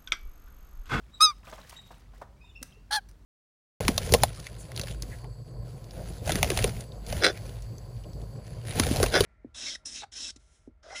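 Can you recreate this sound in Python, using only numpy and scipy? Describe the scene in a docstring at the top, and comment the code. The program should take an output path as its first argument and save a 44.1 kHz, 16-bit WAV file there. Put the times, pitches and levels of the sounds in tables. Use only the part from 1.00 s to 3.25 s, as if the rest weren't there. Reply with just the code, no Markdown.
"""A garden with a plastic tub: a young magpie at the microphone gives a clear, arching squawk, then a lower, rasping
one that clears as it ends. Syrinx pulses ring its throat; noise bursts make its beak clicks, and soft tones low bumps.
Behind it a bird bathes: noise-burst wing slaps, rising bubble tones, spray of tiny ringing drops over mist.
Far birds whistle as wavering sines over shaped-noise rumble and air; the fence answers with a decaying noise tail."""
import sys
import numpy as np
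from scipy import signal
from scipy.fft import rfft, irfft, next_fast_len
from scipy.io import wavfile
from scipy.ndimage import map_coordinates

SR = 44100
rng = np.random.default_rng(int(sys.argv[2]) if len(sys.argv) > 2 else 0)


def dump_mix(stems):
    """Bounce the given channels to the path in sys.argv[1] as a 16-bit WAV at rate SR."""
    frames = np.atleast_2d(stems).T  # one column per channel
    limited = np.clip(frames, -1, 1)  # hard clip at full scale
    pcm = np.round(limited * 32767).astype(np.int16)
    wavfile.write(sys.argv[1], SR, pcm)


N = 99225
TOP_HZ = 16000

# Spectra of outdoor rumble and air. Each row: frequency in Hz, relative level in dB.
RUMBLE_SPECTRUM = [(31, -30), (47, 0.5), (62, -12), (160, -21), (9000, -87.5)]
AIR_SPECTRUM = [(400, 0), (1200, -4), (2500, -12.5), (5000, -14), (15500, -24)]
RUMBLE_DB, AIR_DB = -52.5, -69

# Decay of the garden echo. Each row: frequency in Hz, time to -60 dB in seconds.
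GARDEN_DECAY = [(2500, 0.56), (15000, .25)]
CALL_ECHO_DB, NEAR_ECHO_DB, FAR_ECHO_DB = -40, -14.5, -9.5
BEAM_HZ = 9000  # the echo send of the calls is doubled here

# Far whistles. Each row: start in seconds, length in seconds, start pitch in Hz, end pitch in Hz,
# level in dB before flicker and far mix.
WHISTLES = [(.115, 0.058, 3760, 3870, -52), (.745, .075, 3780, 3830, -53), (1.35, 0.19, 2196, 3040, -61.5),
            (1.405, .15, 3770, 3462, -58), (1.538, 0.0602, 2647, 2717, -52.5),
            (1.62, 0.228, 2665, 2787, -63)]
WHISTLE_WAVER, OCTAVE_DB = .017, -14  # waver as a fraction of pitch

# Spray envelope. Each row: time in seconds, level in dB before the drop and mist gains.
SPRAY_LEVEL = [(.425, -69), (0.464, -54), (.6, -54.5), (.66, -59), (.73, -52.5), (.82, -64.5), (.96, -61),
               (1.09, -75.5), (1.18, -62), (1.28, -84), (1.6, -77.5), (1.64, -62), (1.83, -80)]
# Mist spectrum. 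Each row: frequency in Hz, relative level in dB.
MIST_SPECTRUM = [(200, -12), (700, -0.5), (5500, -3.5), (15500, -12)]
DROPS_PER_S, DROP_MEDIAN_HZ, DROP_CYCLES = 850, 2697, 27  # cycles to -60 dB
DROP_SPREAD_DB = 4.6  # per unit of an exponential draw
DROPS_DB, MIST_DB = -1, -5.5

# Wing slaps on water. Each row: start in seconds, level in dB before the attack, time to -60 dB in seconds.
SLAPS = [(.433, -48.5, 0.03), (.471, -44, 0.12), (.523, -36, 0.08), (.579, -43.5, 0.11),
         (.695, -45.5, 0.02), (.727, -45, 0.03), (.905, -45, 0.09), (1.134, -52, 0.1), (1.214, -36, 0.0834)]
# Tub spectrum. Each row: frequency in Hz, relative level in dB.
TUB_SPECTRUM = [(200, -5), (400, -6), (600, 2.5), (950, 0.5), (1750, -6.5), (2300, -19.5), (16000, -39)]
# Bubbles in the tub. Each row: start in seconds, start pitch in Hz, level in dB before the envelope.
BUBBLES = [(.528, 600, -41), (.906, 640, -45), (1.44, 947, -50.5), (1.724, 3130, -47.5)]
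BUBBLE_CYCLES, BUBBLE_RISE_PER_S = 57, 3  # cycles to -60 dB; rise as a fraction of start pitch

# Beak clicks. Each row: start in seconds, level in dB before the attack, time to -60 dB in seconds.
CLICKS = [(.695, -42.5, 0.05), (1.628, -26.5, 0.01), (1.6298, -31, 0.017), (2.088, -56, 0.07),
          (2.113, -48, .007)]
# Beak spectrum. Each row: frequency in Hz, relative level in dB.
BEAK_SPECTRUM = [(400, -13), (1800, -0.5), (3200, -10.5), (5800, 3.5), (7300, -10.5), (8800, -0.5),
                 (16000, -13)]
# Soft low bumps. Each row: start in seconds, pitch in Hz, level in dB before the envelope.
BUMPS = [(1.613, 261, -35), (1.615, 523, -41.5), (1.768, 429, -44.5)]
BUMP_CYCLES = 19.6  # to -60 dB

# Clear and rasping squawks. Each row: time in seconds, pitch in Hz, level of the low partials in dB,
# of the middle ones in dB, of the treble in dB, roughness from 0 to 1.
CLEAR_SQUAWK = [(.198, 1207, -55, -73.5, -85, 0.8), (.205, 1226, -33, -42, -59, 0.7),
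                (.208, 1222, -20, -23, -32, 0.48), (.22, 1259, -17, -19.5, -27, 0.34),
                (.227, 1287, -18.5, -15.5, -25.5, 0.16), (.254, 1274, -23, -15, -33, 0.06),
                (.273, 1221, -27, -28.5, -56, .2), (.304, 1192, -32, -39, -65, .3),
                (.318, 1132, -41.5, -62.5, -72, .7), (.335, 1029, -58, -79, -85, 1)]
RASPING_SQUAWK = [(1.906, 798, -58, -84, -97.5, .3), (1.9105, 833, -30, -37.5, -42, .5),
                  (1.917, 823.3, -36, -44, -49, 0.99), (1.923, 834.7, -31.5, -29, -39.5, 1),
                  (1.95, 869, -28.5, -29.5, -39, .8), (1.963, 864.4, -28.5, -28, -38, .65),
                  (1.969, 843, -27.5, -34, -40, .17), (1.987, 803, -32.5, -47, -55, .2),
                  (2.0, 735, -58.5, -80, -97, 0.27)]
# Throat and beak resonances of each squawk. Each row: frequency in Hz, relative level in dB.
CLEAR_THROAT = [(600, -26), (1250, 0), (1800, -11), (2750, -20), (3700, -1), (5100, 0), (6400, -9),
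                (7600, -24.5), (8900, -11), (10200, -19.5), (11600, -28), (15800, -36)]
RASPING_THROAT = [(300, -36), (600, -8.5), (830, -1.5), (1700, -1), (2100, -10), (2550, -25.5), (3100, -3),
                  (3800, -4), (4300, 3), (5000, -8), (6100, -9.5), (7600, -25), (9300, -10), (11500, -22),
                  (15500, -32)]
# Upper edges of the low, middle and lower treble bands, in Hz.
SPLIT_HZ = (2900, 7200, 9700)
TOP_FADE = 0.2  # extra dB lost above the last edge per dB of treble fall
CHOP_DB, CHOP_PER_S = 2.5, 400  # rms depth at full roughness
HISS_DB = -28.5  # relative to the low partials


def amp(db):
    """Decibels to gain."""
    return 10 ** (np.asarray(db) / 20)


def unit(x):
    """Scale to rms 1."""
    return x / np.sqrt(np.mean(x ** 2) + 1e-20)


def along(points, hz):
    """Read (Hz, value) points on a log frequency axis."""
    f, value = np.transpose(points)
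    return np.interp(np.log(hz + 1), np.log(f + 1), value)


def wobble(knots_per_s, size):
    """A smooth random curve through normal draws."""
    knots = rng.standard_normal(size + 4)
    return map_coordinates(knots, [np.arange(size) * knots_per_s / SR])


def filtered(x, response):
    """Multiply the spectrum of x by a response of frequency."""
    m = next_fast_len(len(x) + 8192)
    hz = np.fft.rfftfreq(m, 1 / SR)
    return irfft(rfft(x, m) * response(hz), m)[:len(x)]


def noise(spectrum, size):
    """Coloured noise of rms 1."""
    return unit(filtered(rng.standard_normal(size), lambda hz: amp(along(spectrum, hz))))


def add(track, start_s, sound):
    """Mix a sound into a track."""
    part = track[max(0, round(start_s * SR)):][:len(sound)]
    part += sound[:len(part)]


def resonant(points, hz):
    """Causal (minimum-phase) response of a body: it rings after each pulse."""
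    cepstrum = irfft(np.log(amp(along(points, hz))))
    half = len(cepstrum) // 2
    folded = np.r_[cepstrum[0], 2 * cepstrum[1:half], np.zeros(half)]
    return np.exp(rfft(folded))


def outdoors():
    """Steady low rumble and faint air, both shaped noise."""
    return amp(RUMBLE_DB) * noise(RUMBLE_SPECTRUM, N) + amp(AIR_DB) * noise(AIR_SPECTRUM, N)


def garden(x):
    """Answer of fence and ground: a noise tail in which each frequency dies at its own speed."""
    hz, t, z = signal.stft(rng.standard_normal(SR // 2), SR, nperseg=256)
    decay = np.exp(-np.log(1000) * t / along(GARDEN_DECAY, hz)[:, None])
    tail = signal.istft(z * decay, SR, nperseg=256)[1]
    return signal.fftconvolve(x, tail / np.linalg.norm(tail))[:N]


def far_birds():
    """Thin, wavering whistles with a weak octave, their level flickering quickly so that they break into
    strands."""
    out = np.zeros(N)
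    for start_s, length_s, start_hz, end_hz, db in WHISTLES:
        n = int(length_s * SR)
        hz = np.linspace(start_hz, end_hz, n) * (1 + WHISTLE_WAVER * wobble(350, n))
        phase = 2 * np.pi * np.cumsum(hz) / SR
        tone = np.sin(phase) + amp(OCTAVE_DB) * np.sin(2 * phase)
        level = amp(db + 6.8 * wobble(90, n)) * np.sqrt(np.hanning(n))
        add(out, start_s, level * tone)
    return .5 * out + amp(FAR_ECHO_DB) * garden(out)


def spray():
    """Thrown water patters down as tiny, decaying sine drops over a flickering mist."""
    count = int(DROPS_PER_S * N / SR)
    when, size, pitch = rng.random((count, 3)).T
    hz = DROP_MEDIAN_HZ * np.exp(.42 * np.log(pitch / (1 - pitch)))  # logistic spread
    hz = np.clip(hz, 500, TOP_HZ)[:, None]
    n = np.arange(700)
    cycles = hz * n / SR
    size_gain = amp(DROP_SPREAD_DB * np.minimum(-np.log(size), 4))[:, None]
    drops = size_gain * np.sin(2 * np.pi * cycles) * np.exp(-np.log(1000) * cycles / DROP_CYCLES)
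    places = (when * N).astype(int)[:, None] + n
    patter = np.bincount(places.ravel(), drops.ravel(), N)[:N]
    mist = amp(MIST_DB + 4 * wobble(120, N)) * noise(MIST_SPECTRUM, N)
    level_db = np.interp(np.arange(N) / SR, *np.transpose(SPRAY_LEVEL))
    return amp(level_db) * (amp(DROPS_DB) * unit(patter) + mist)


def hits(rows, spectrum, attack_s):
    """Noise bursts that rise quickly and die away in the colour of the struck thing."""
    out, t = np.zeros(N), np.arange(SR // 4) / SR
    for start_s, db, t60_s in rows:
        envelope = amp(db - 60 * t / t60_s) * (1 - np.exp(-t / attack_s))
        add(out, start_s, envelope * noise(spectrum, len(t)))
    return out


def rings(rows, life_cycles, rise_per_s):
    """Soft tones that die within so many cycles; a bubble rises in pitch as it nears the surface."""
    out, t = np.zeros(N), np.arange(SR // 4) / SR
    for start_s, hz, db in rows:
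        phase = 2 * np.pi * hz * (t + rise_per_s * t * t / 2)
        decay = np.exp(-np.log(1000) * hz * t / life_cycles)
        attack = 1 - np.exp(-hz * t / 2)
        add(out, start_s, amp(db) * decay * attack * np.sin(phase))
    return out


def squawk(rows, throat, jitter_rad, shimmer, flutter_per_s, rasp_noise, spread_rad):
    """Syrinx pulses, uneven in timing and size when rough, ring the throat; air hisses at the open beak."""
    s, *cols = np.transpose(rows)
    t = np.arange(s[0], s[-1], 1 / SR)
    pitch_hz, low_db, middle_db, treble_db, rough = [np.interp(t, s, c) for c in cols]

    phase = 2 * np.pi * np.cumsum(pitch_hz) / SR
    phase = phase + jitter_rad * rough * unit(wobble(flutter_per_s, len(t)))
    partials = range(1, int(TOP_HZ / pitch_hz.min()) + 1)
    # higher partials leave the syrinx later in each cycle
    pulses = unit(sum(np.sin(k * phase - spread_rad * k * k) for k in partials))
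    source = pulses * (1 + shimmer * rough * wobble(flutter_per_s, len(t)))
    source = source + rasp_noise * rough * (1 + np.cos(phase)) * rng.standard_normal(len(t))
    voice = filtered(source, lambda hz: resonant(throat, hz))

    below, upto, bright = [filtered(voice, lambda hz: 1 / (1 + (hz / edge) ** 24)) for edge in SPLIT_HZ]
    # middle and treble flicker with roughness
    chop = amp(CHOP_DB * rough * unit(wobble(CHOP_PER_S, len(t))))
    top = amp(TOP_FADE * (treble_db - treble_db.max())) * (voice - bright)
    sheen = (bright - upto + top) / np.std(voice - upto)
    hiss = filtered(rng.standard_normal(len(t)), lambda hz: amp(along(throat, hz) / 2) * (hz > SPLIT_HZ[1]))

    call = amp(low_db) * (unit(below) + amp(HISS_DB) * unit(hiss))
    call = call + amp(middle_db) * unit(chop * (upto - below))
    call = call + amp(treble_db) * chop * sheen
    out = np.zeros(N)
    add(out, s[0], call)
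    return out


def scene():
    """The near bird is almost dry, its beak beaming treble into the garden; the bath carries more echo."""
    bath = hits(SLAPS, TUB_SPECTRUM, attack_s=.0019) + rings(BUBBLES, BUBBLE_CYCLES, BUBBLE_RISE_PER_S) + spray()
    close = hits(CLICKS, BEAK_SPECTRUM, attack_s=.0002) + rings(BUMPS, BUMP_CYCLES, rise_per_s=0)
    calls = squawk(CLEAR_SQUAWK, CLEAR_THROAT, jitter_rad=.13, shimmer=.18, flutter_per_s=900,
                   rasp_noise=.3, spread_rad=.12)
    calls = calls + squawk(RASPING_SQUAWK, RASPING_THROAT, jitter_rad=.34, shimmer=.22, flutter_per_s=700,
                           rasp_noise=.27, spread_rad=.19)
    beamed = filtered(calls, lambda hz: 1 + (hz / BEAM_HZ) ** 2)
    echo = garden(amp(CALL_ECHO_DB) * beamed + amp(NEAR_ECHO_DB) * (bath + close))
    return (outdoors() + far_birds() + echo + bath + close + calls)[None]


def record(dry):
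    """The microphone keeps nothing above its band limit."""
    return np.array([filtered(x, lambda hz: hz < TOP_HZ) for x in dry])


dry = scene()
out = record(dry)
dump_mix(out)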